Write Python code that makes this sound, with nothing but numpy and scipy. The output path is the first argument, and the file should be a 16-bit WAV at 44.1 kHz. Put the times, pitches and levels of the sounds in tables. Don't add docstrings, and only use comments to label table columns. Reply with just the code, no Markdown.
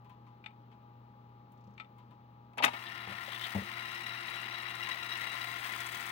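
import sys
import numpy as np
from scipy import signal
from scipy.fft import rfft, irfft, next_fast_len
from scipy.io import wavfile

SR = 44100
rng = np.random.default_rng(int(sys.argv[2]) if len(sys.argv) > 2 else 0)


def voltage_ratio(level):
    return 10 ** (np.asarray(level, float) / 20)


def unload_audio(sound):
    columns = np.transpose(np.atleast_2d(sound))
    steps = np.round(np.clip(columns, -1, 1) * 32767)
    wavfile.write(sys.argv[1], SR, steps.astype(np.int16))


N = 269451
SIZE = next_fast_len(N + 8192)
HZ = np.maximum(np.fft.rfftfreq(SIZE, 1 / SR), 1)
TIME = np.arange(N) / SR

REEL_HZ = 34.92
ENGAGE_S, SPIN_UP_S = 2.65, 0.1146
LOADED = np.clip((TIME - ENGAGE_S) / SPIN_UP_S, 0, 1)

# pitch_hz, lean_db
ROOM_LEAN = [(60, 2.5), (180, 1.5), (550, 5.5), (1650, 8.5), (4970, 7.5), (15000, 1.5)]
# pitch_hz, lean_db
DECK_LEAN = [(250, 15), (640, 13), (1350, 17.5), (2300, 12.5), (3300, 10.5), (4000, 10.5), (5500, 1),
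             (6600, 20), (7500, 13), (9000, 22), (11500, 50), (15000, 53)]


def rms_one(x):
    return x / np.sqrt(np.mean(x ** 2) + 1e-20)


def in_time(rows):
    s, *columns = np.transpose(rows)
    return [np.interp(TIME, s, column) for column in columns]


def at_hz(points):
    hz, values = np.transpose(points)
    return np.interp(np.log(HZ), np.log(hz), values)


def drift(rate_hz):
    r = np.exp(-80 * np.pi * rate_hz / SR)
    noise = rng.standard_normal(N // 40 + 2002)
    slow = signal.lfilter([1], [1, -2 * r, r * r], noise)[2000:]
    return np.interp(np.arange(N) / 40, np.arange(len(slow)), rms_one(slow))


def noise_pair():
    return rng.standard_normal((2, N))


def band(x, low_hz, high_hz):
    return signal.sosfilt(signal.butter(2, [low_hz, high_hz], "band", fs=SR, output="sos"), x)


def ring(force, hz, t60_s):
    r, w = 10 ** (-3 / (t60_s * SR)), 2 * np.pi * hz / SR
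    return signal.lfilter([0, np.sin(w)], [1, -2 * r * np.cos(w), r * r], force + 1e-18)


def bursts(times_s, levels_db, decay_ms, rise_ms=0.71):
    out = np.zeros(N)
    for s, db, ms in np.broadcast(times_s, levels_db, decay_ms):
        start = int(s * SR)
        after = np.arange(min(int((ms + rise_ms) * SR / 125), N - start))
        t_ms = after * 1000 / SR
        out[start + after] += voltage_ratio(db) * np.exp(-t_ms / ms) * (1 - np.exp(-t_ms / rise_ms))
    return out


def struck(envelope, modes, ring_db):
    rung = sum(voltage_ratio(db) * ring(envelope * noise_pair(), hz, t60_s) for hz, db, t60_s in modes)
    return voltage_ratio(ring_db) * rung


def tone(hz, waver_db, waver_rad=0.34):
    phase = 2 * np.pi * (np.cumsum(hz) / SR + rng.random()) + waver_rad * drift(2.1)
    return np.sqrt(2) * voltage_ratio(waver_db * drift(10.7)) * np.sin(phase)


def ports(pair, lean, colour=1):
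    # pitch_hz, share (0 to 1)
    likeness = [(60, 1), (250, 1), (600, 0.7), (1200, 0.5), (4000, 0.56), (8000, 0.22)]
    lag_s = .0003
    near, other = rfft(pair, SIZE) * colour
    alike = np.clip(at_hz(likeness), 0, 1)
    late = near * np.exp(-2j * np.pi * HZ * lag_s)
    right = alike * late + np.sqrt(1 - alike ** 2) * other
    return irfft([near, right * voltage_ratio(-at_hz(lean))], SIZE)[:, :N]


def nearby_walls(x, wet_db, t60_s):
    t = TIME[:SR // 4]
    tail = rng.standard_normal((2, len(t))) * voltage_ratio(-60 * t / t60_s) * (t > .002)
    tail = tail / np.sqrt(np.sum(tail ** 2) / 2)
    return x + voltage_ratio(wet_db) * signal.fftconvolve(x, tail, axes=1)[:, :N]


def room():
    # (relative, per Hz)
    room_spectrum = [(15, -65), (25, -55), (64, -10.5), (121, -11), (163, -8), (224, -10), (529, -14.5),
                     (749, -20.5), (833, -9.5), (903, -16), (1240, -13.5), (1460, -24), (3930, -34),
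                     (9020, -59), (15000, -50.5)]
    room_db = -62
    swell = voltage_ratio(0.18 * drift(16.0))
    noise = ports(noise_pair() * swell, ROOM_LEAN, voltage_ratio(at_hz(room_spectrum)))
    return voltage_ratio(room_db) * rms_one(noise)


def mains_hum():
    # pitch_hz, level_db
    unsteady_hums = [(203, -72), (291, -83)]
    mains_hz, fan_hz = 119.99, 117.11
    hum_db, fan_db, fan_second_db = -59.5, -72.5, -70
    since = 2 * np.pi * (TIME - 0.28)
    hum = voltage_ratio(hum_db + 0.58 * drift(5.6)) * np.cos(mains_hz * since)
    fan = voltage_ratio(fan_db) * np.cos(fan_hz * since)
    fan += voltage_ratio(fan_second_db) * np.cos(2 * fan_hz * since)
    above = sum(voltage_ratio(db) * tone(np.full(N, hz), 1.8) for hz, db in unsteady_hums)
    return above + np.sqrt(2) * (hum + fan)


def motor_buzz():
    # multiple, idle_db, loaded_db
    harmonics = [(6, -83, -63), (7, -64.5, -63), (8, -73, -62), (10, -74.5, -63), (11, -81, -58.5),
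                 (12, -125, -68.5)]
    idle_hz, loaded_hz = 118.59, 115.6
    pitch = idle_hz + LOADED * (loaded_hz - idle_hz)
    out = np.zeros(N)
    for multiple, idle_db, loaded_db in harmonics:
        flutter = 1 + 0.0039 * LOADED * drift(11.7)
        level = voltage_ratio(idle_db + LOADED * (loaded_db - idle_db))
        out += level * tone(multiple * pitch * flutter, 1.0, waver_rad=0.33)
    return out


def gear_mesh():
    # multiple of the turn rate, level_db
    mesh_tones = [(10, -66.5), (20, -72.5), (30, -64)]
    wobble = 1 + 0.3 * np.cos(np.pi / 2 * REEL_HZ * TIME)
    tones = sum(voltage_ratio(db) * tone(np.full(N, k * REEL_HZ), 2.4, waver_rad=0.87) for k, db in mesh_tones)
    return LOADED * wobble * tones


def hums():
    out = mains_hum() + motor_buzz() + gear_mesh()
    shifted = signal.hilbert(out, SIZE)[:N].imag
    return ports([out, shifted], ROOM_LEAN) * voltage_ratio(2.0)


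def finger_touches():
    # start_s, level_db, treble_db
    touch_rows = [(0.045, -57.5, -77), (0.094, -54, -71), (0.266, -57.5, -86), (0.714, -56, -90),
                  (1.519, -66, -70), (1.982, -55.5, -72), (2.107, -58, -78)]
    s, level_db, treble_db = np.transpose(touch_rows)
    out = band(bursts(s, level_db, 30.0, rise_ms=1.0) * noise_pair(), 1520, 3240)
    out += band(bursts(s, treble_db, 7.6) * noise_pair(), 5100, 16000)
    press = bursts(s, level_db, 11.8, rise_ms=4.9) * rng.standard_normal(N)
    out += voltage_ratio(-16.5) * ring(press, hz=997, t60_s=0.14)
    slip_s = 1.573 + .0325 * np.arange(6)
    slips = bursts(slip_s, -65 + rng.normal(0, 2.5, 6), 7.0, rise_ms=2.8)
    return out + band(slips * noise_pair(), 3600, 6200)


def double_ticks():
    # start_s, level_db
    tick_rows = [(0.4593, -41), (1.7972, -38)]
    # offset_ms, step_db
    tick_steps = [(-19, -6), (1, 2), (47, -20)]
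    # pitch_hz, level_db, t60_s
    tick_modes = [(850, -20, 0.066), (1300, -20.5, 0.09), (1980, -18.5, 0.042), (2360, -6, 0.012),
                  (2800, -12.5, 0.0084), (3580, -14.5, 0.013), (4310, -25, 0.019), (5700, -36, 0.012),
                  (7740, -24, 0.011)]
    steps = [(s + ms / 1000, db + step_db) for s, db in tick_rows for ms, step_db in tick_steps]
    s, level_db = np.transpose(steps)
    snap = bursts(s, level_db, 4.3, rise_ms=0.061)
    tail = bursts(s, level_db - 10, 12.7, rise_ms=1.8)
    force = (snap + tail) * voltage_ratio(3.0 * drift(200))
    ticks = struck(force, tick_modes, ring_db=-12.0)
    ticks += voltage_ratio(-10) * band(force * noise_pair(), 2800, 4500)
    return band(band(ticks, 710, 4500), 500, 9000)


def bump_rows():
    # start_s, push_db, knock_db, knock_hz
    hand_bumps = [(1.675, -67.5, -59, 560), (3.072, -67, -43.5, 840), (3.093, -66, -45, 800),
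                  (3.114, -68, -47, 535), (3.278, -86, -45, 630), (3.549, -50.5, -37.5, 780),
                  (3.559, -49.5, -35, 480), (3.58, -53.5, -40, 450), (3.616, -59, -47, 410)]
    return np.transpose(hand_bumps)


def bump_knocks():
    # pitch_hz, level_db, t60_s
    knock_modes = [(423, -3, 0.02), (540, -2, 0.046), (630, -7, 0.024), (770, -2, 0.044), (890, 4, 0.023)]
    fall_db_per_octave = 20
    s, _, knock_db, knock_hz = bump_rows()
    out = np.zeros((2, N))
    for mode in knock_modes:
        octaves = abs(np.log2(mode[0] / knock_hz))
        force = bursts(s, knock_db - fall_db_per_octave * octaves, 7.8)
        out += struck(force, [mode], ring_db=-15.0)
    return band(out, 230, 1000)


def bump_thuds():
    # pitch_hz, level_db, t60_s
    thud_modes = [(98.5, 1, 0.065), (202.3, 2, 0.12), (327, 1, 0.015)]
    s, push_db, _, _ = bump_rows()
    push = bursts(s, push_db, 0.55)
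    thuds = sum(voltage_ratio(db) * ring(push, hz, t60_s) for hz, db, t60_s in thud_modes)
    return band(band(thuds, 93, 670), 77, 960) * voltage_ratio([[1.5], [-1.5]])


def small_sounds():
    airborne = double_ticks() + finger_touches() + bump_knocks()
    return ports(airborne, ROOM_LEAN) * voltage_ratio([[3], [0.3]]) + bump_thuds()


def scrapes():
    # start_s, level_db, rise_ms, fade_ms
    scrape_rows = [(2.865, -19.5, .8, 7.3), (3.255, -32, 3, 10), (3.277, -25, 3, 13), (3.299, -29, 3, 12),
                   (3.317, -26, 4, 22), (3.347, -26, 3, 13), (3.392, -26, 4, 16), (3.416, -22, 3.2, 28),
                   (3.437, -21, 3.5, 16), (3.493, -28, 3, 10)]
    slips = sum(bursts(s, db, fade_ms, rise_ms) for s, db, rise_ms, fade_ms in scrape_rows)
    force = slips * voltage_ratio(2.0 * drift(160))
    return ports(band(band(force * noise_pair(), 2950, 3850), 1400, 4400), DECK_LEAN)


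def clunk():
    # start_s, level_db, low_body_db, treble_db, scrape_ms (decay)
    contacts = [(2.533, -52, -50, -69, 2.1), (2.573, -38, -28, -52, 2), (2.58, -33, -37, -38.5, 12.4),
                (2.599, -39, -24, -67, 1.7), (2.623, -22.5, -38, -41, 7.9), (2.634, -21.5, -24, -28, 6.9),
                (2.6403, -10, -28, -25.5, 3.4), (2.648, -39, -24.5, -20, 3.4),
                (2.657, -26.5, -31, -38, 9.1), (2.678, -31, -25, -57, 7), (2.733, -37, -33, -48, 12.4)]
    # pitch_hz, level_db, t60_s
    frame_modes = [(254, -21.5, 0.11), (603, -27, 0.18), (710, -13.5, 0.062), (828, -12.5, 0.14),
                   (950, -6, 0.038), (1210, -5.5, 0.025), (1990, -6.5, 0.025), (2250, -8, 0.04),
                   (2590, -0.5, 0.018), (3140, -6, 0.015), (3660, -9.5, 0.021)]
    # pitch_hz, lean_db
    clunk_lean = [(180, 6), (700, 1.5), (1300, 4.5), (2400, 14.5), (4400, 5), (15000, 13)]
    body_top_hz = 1100
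    low_modes = [mode for mode in frame_modes if mode[0] < body_top_hz]
    high_modes = [mode for mode in frame_modes if mode[0] > body_top_hz]
    s, level_db, low_db, treble_db, scrape_ms = np.transpose(contacts)
    force = bursts(s, level_db, scrape_ms, rise_ms=2.5)
    body = struck(bursts(s, low_db, 6.3, rise_ms=4.0), low_modes, ring_db=-15.0)
    body += struck(force, high_modes, ring_db=-15.0)
    body += voltage_ratio(8.5) * band(force * noise_pair(), 780, 3900)
    crack = band(bursts(s, treble_db, 3.44, rise_ms=0.9) * noise_pair(), 4300, 11400)
    return ports(band(band(body, 160, 3600), 130, 8200) + crack, clunk_lean) * voltage_ratio(1.5)


def hub_ticks():
    # start_s, level_db
    hub_rows = [(3.7961, -56), (3.9143, -51), (3.9468, -49), (4.0056, -52), (4.0311, -54), (4.06, -56),
                (4.2067, -53), (4.2695, -50), (4.298, -46), (4.3573, -49), (4.4146, -48.5), (4.6187, -51),
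                (4.6936, -54), (4.7509, -48)]
    s, level_db = np.transpose(hub_rows)
    force = bursts(s, level_db, 6.7, rise_ms=1.2)
    return ports(band(force * noise_pair(), 6300, 11200), DECK_LEAN) * voltage_ratio(7.0)


def counter_wheel(place):
    # offset_ms into the turn, window_db, counter_db (heard at those places)
    teeth = [(0, -50, -34), (28.7, -58, -56), (61, -68, -32), (87, -39.5, -50), (116, -59, -34)]
    from_s, turn_s = 4.7998, .1434
    rows = []
    for start in np.arange(from_s, N / SR, turn_s):
        for ms, *levels_db in teeth:
            s = start + ms / 1000
            if s < N / SR:
                rows.append((s, np.interp(place[int(start * SR)], [1, 2], levels_db)))
    s, level_db = np.transpose(rows)
    uneven_db = level_db + 2.3 * rng.standard_normal(len(s)) - 1
    force = bursts(s, uneven_db, 5.2, rise_ms=1.15)
    return ports(band(force * noise_pair(), 6200, 9200), DECK_LEAN)


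def rattle_surge():
    # start_s, level_db
    loud_rattles = [(3.95, -48), (4.062, -46.5), (4.386, -51), (4.827, -44.5), (4.9104, -40.5),
                    (5.026, -47), (5.115, -40.5), (5.131, -42), (5.153, -48), (5.2747, -51), (5.4124, -47),
                    (5.807, -47)]
    s, level_db = np.transpose(loud_rattles)
    chance = rng.random((16, 2))
    s = np.r_[s, 3.7 + 2.35 * chance[:, 0]]
    level_db = np.r_[level_db, -70.5 + 6.0 * chance[:, 1]]
    return bursts(s, level_db, 7.0, rise_ms=1.8)


def cabinet_colour():
    # (relative, per Hz)
    rub_spectrum = [(150, -52), (250, -14.5), (540, -18.5), (699, -8.5), (858, -9.5), (1390, -5),
                    (1590, -6.5), (1950, 3.5), (2360, -4), (3880, -11.5), (6710, -25), (12900, -31.5),
                    (15000, -31)]
    # pitch_hz, width_hz, level_db
    cabinet_modes = [(1031, 25, 0.5), (1395, 23, 3), (4790, 24, -9), (6180, 26, -15.5), (8650, 370, -21.5),
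                     (10030, 350, -26)]
    peaks = np.zeros(len(HZ), complex)
    for k, (hz, width_hz, db) in enumerate(cabinet_modes):
        peaks += (-1) ** k * voltage_ratio(db + 2.5) / (1 + 1j * (HZ - hz) / (width_hz / 2))
    colour = np.hypot(voltage_ratio(at_hz(rub_spectrum)), np.abs(peaks))
    return colour / np.sqrt(np.mean(colour ** 2))


def rubbing(throb, surge):
    # start_s, rub_db, treble_db
    rub_levels = [(2.75, -47, -48.5), (3.05, -45.5, -49.5), (3.45, -43, -41), (3.75, -43.5, -45.5),
                  (4.5, -42.5, -46.5), (5.3, -41, -42), (6.11, -41.5, -39)]
    rub_db, treble_db = in_time(rub_levels)
    grain = voltage_ratio(1.87 * drift(162))
    low_force = voltage_ratio(rub_db + 0.39 * throb + 0.89 * drift(20)) * grain + 0.32 * surge
    high_force = voltage_ratio(treble_db + 1.43 * throb + 1.0 * drift(25)) * grain + voltage_ratio(-5) * surge
    colour = cabinet_colour()
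    high = 1 / (1 + (5200 / HZ) ** 8)
    out = ports(noise_pair() * LOADED * low_force, DECK_LEAN, colour * (1 - high))
    return out + ports(noise_pair() * LOADED * high_force, DECK_LEAN, colour * high)


def ringing_parts(throb, surge, place):
    # pitch_hz, half_width_hz (at half height), keys_db, window_db, counter_db
    ringing_rows = [(1813, 22, -52, -63, -56), (1965, 38, -75, -47.5, -57), (2260, 22, -76, -75, -56),
                    (2790, 65, -57, -52, -62), (3350, 73, -61, -67.5, -56), (3898, 58, -63.5, -50.5, -61),
                    (5470, 140, -72, -64.5, -73), (11600, 570, -78, -80, -64)]
    out = np.zeros((2, N))
    for hz, half_width_hz, *levels_db in ringing_rows:
        heard_db = np.interp(place, [0, 1, 2], levels_db)
        force = LOADED * voltage_ratio(heard_db + 3.24 * throb + 1.17 * drift(14)) * (1 + surge * voltage_ratio(58))
        peak = np.sqrt(9000 / half_width_hz) / (1 + ((HZ - hz) / half_width_hz) ** 2)
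        out += ports(force * noise_pair(), DECK_LEAN, peak)
    return out


def rewinding():
    # start_s, place (0 keys, 1 cassette window, 2 counter)
    mic_places = [(2.75, 0.3), (3.5, .1), (3.95, 0.99), (4.4, 0.88), (5.25, 0.9), (5.6, 1.67), (6.11, 2.34)]
    place, = in_time(mic_places)
    turn = 2 * np.pi * REEL_HZ * TIME + 1.2 * drift(1.5)
    throb = np.cos(turn) + 1.17 * np.cos(2 * turn + 2.06) + 0.42 * np.cos(3 * turn)
    surge = rattle_surge()
    deck = rubbing(throb, surge) + ringing_parts(throb, surge, place) + counter_wheel(place)
    return deck * voltage_ratio(3.5) + hub_ticks()


def scene():
    hits = nearby_walls(clunk() + small_sounds(), wet_db=-13.0, t60_s=0.15)
    return room() + hums() + scrapes() + hits + rewinding()


def roll_off(x):
    return signal.sosfilt(signal.butter(12, 17000, fs=SR, output="sos"), x)


def record(dry):
    port_peak = 1 + voltage_ratio([[12], [3]]) / (1 + ((HZ - 15500) / 600) ** 2)
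    coloured = irfft(rfft(dry, SIZE) * port_peak, SIZE)[:, :N]
    low_pass = signal.ellip(10, .5, 70, 15900, fs=SR, output="sos")
    return roll_off(signal.sosfilt(low_pass, coloured))


dry = scene()
out = record(dry)
unload_audio(out)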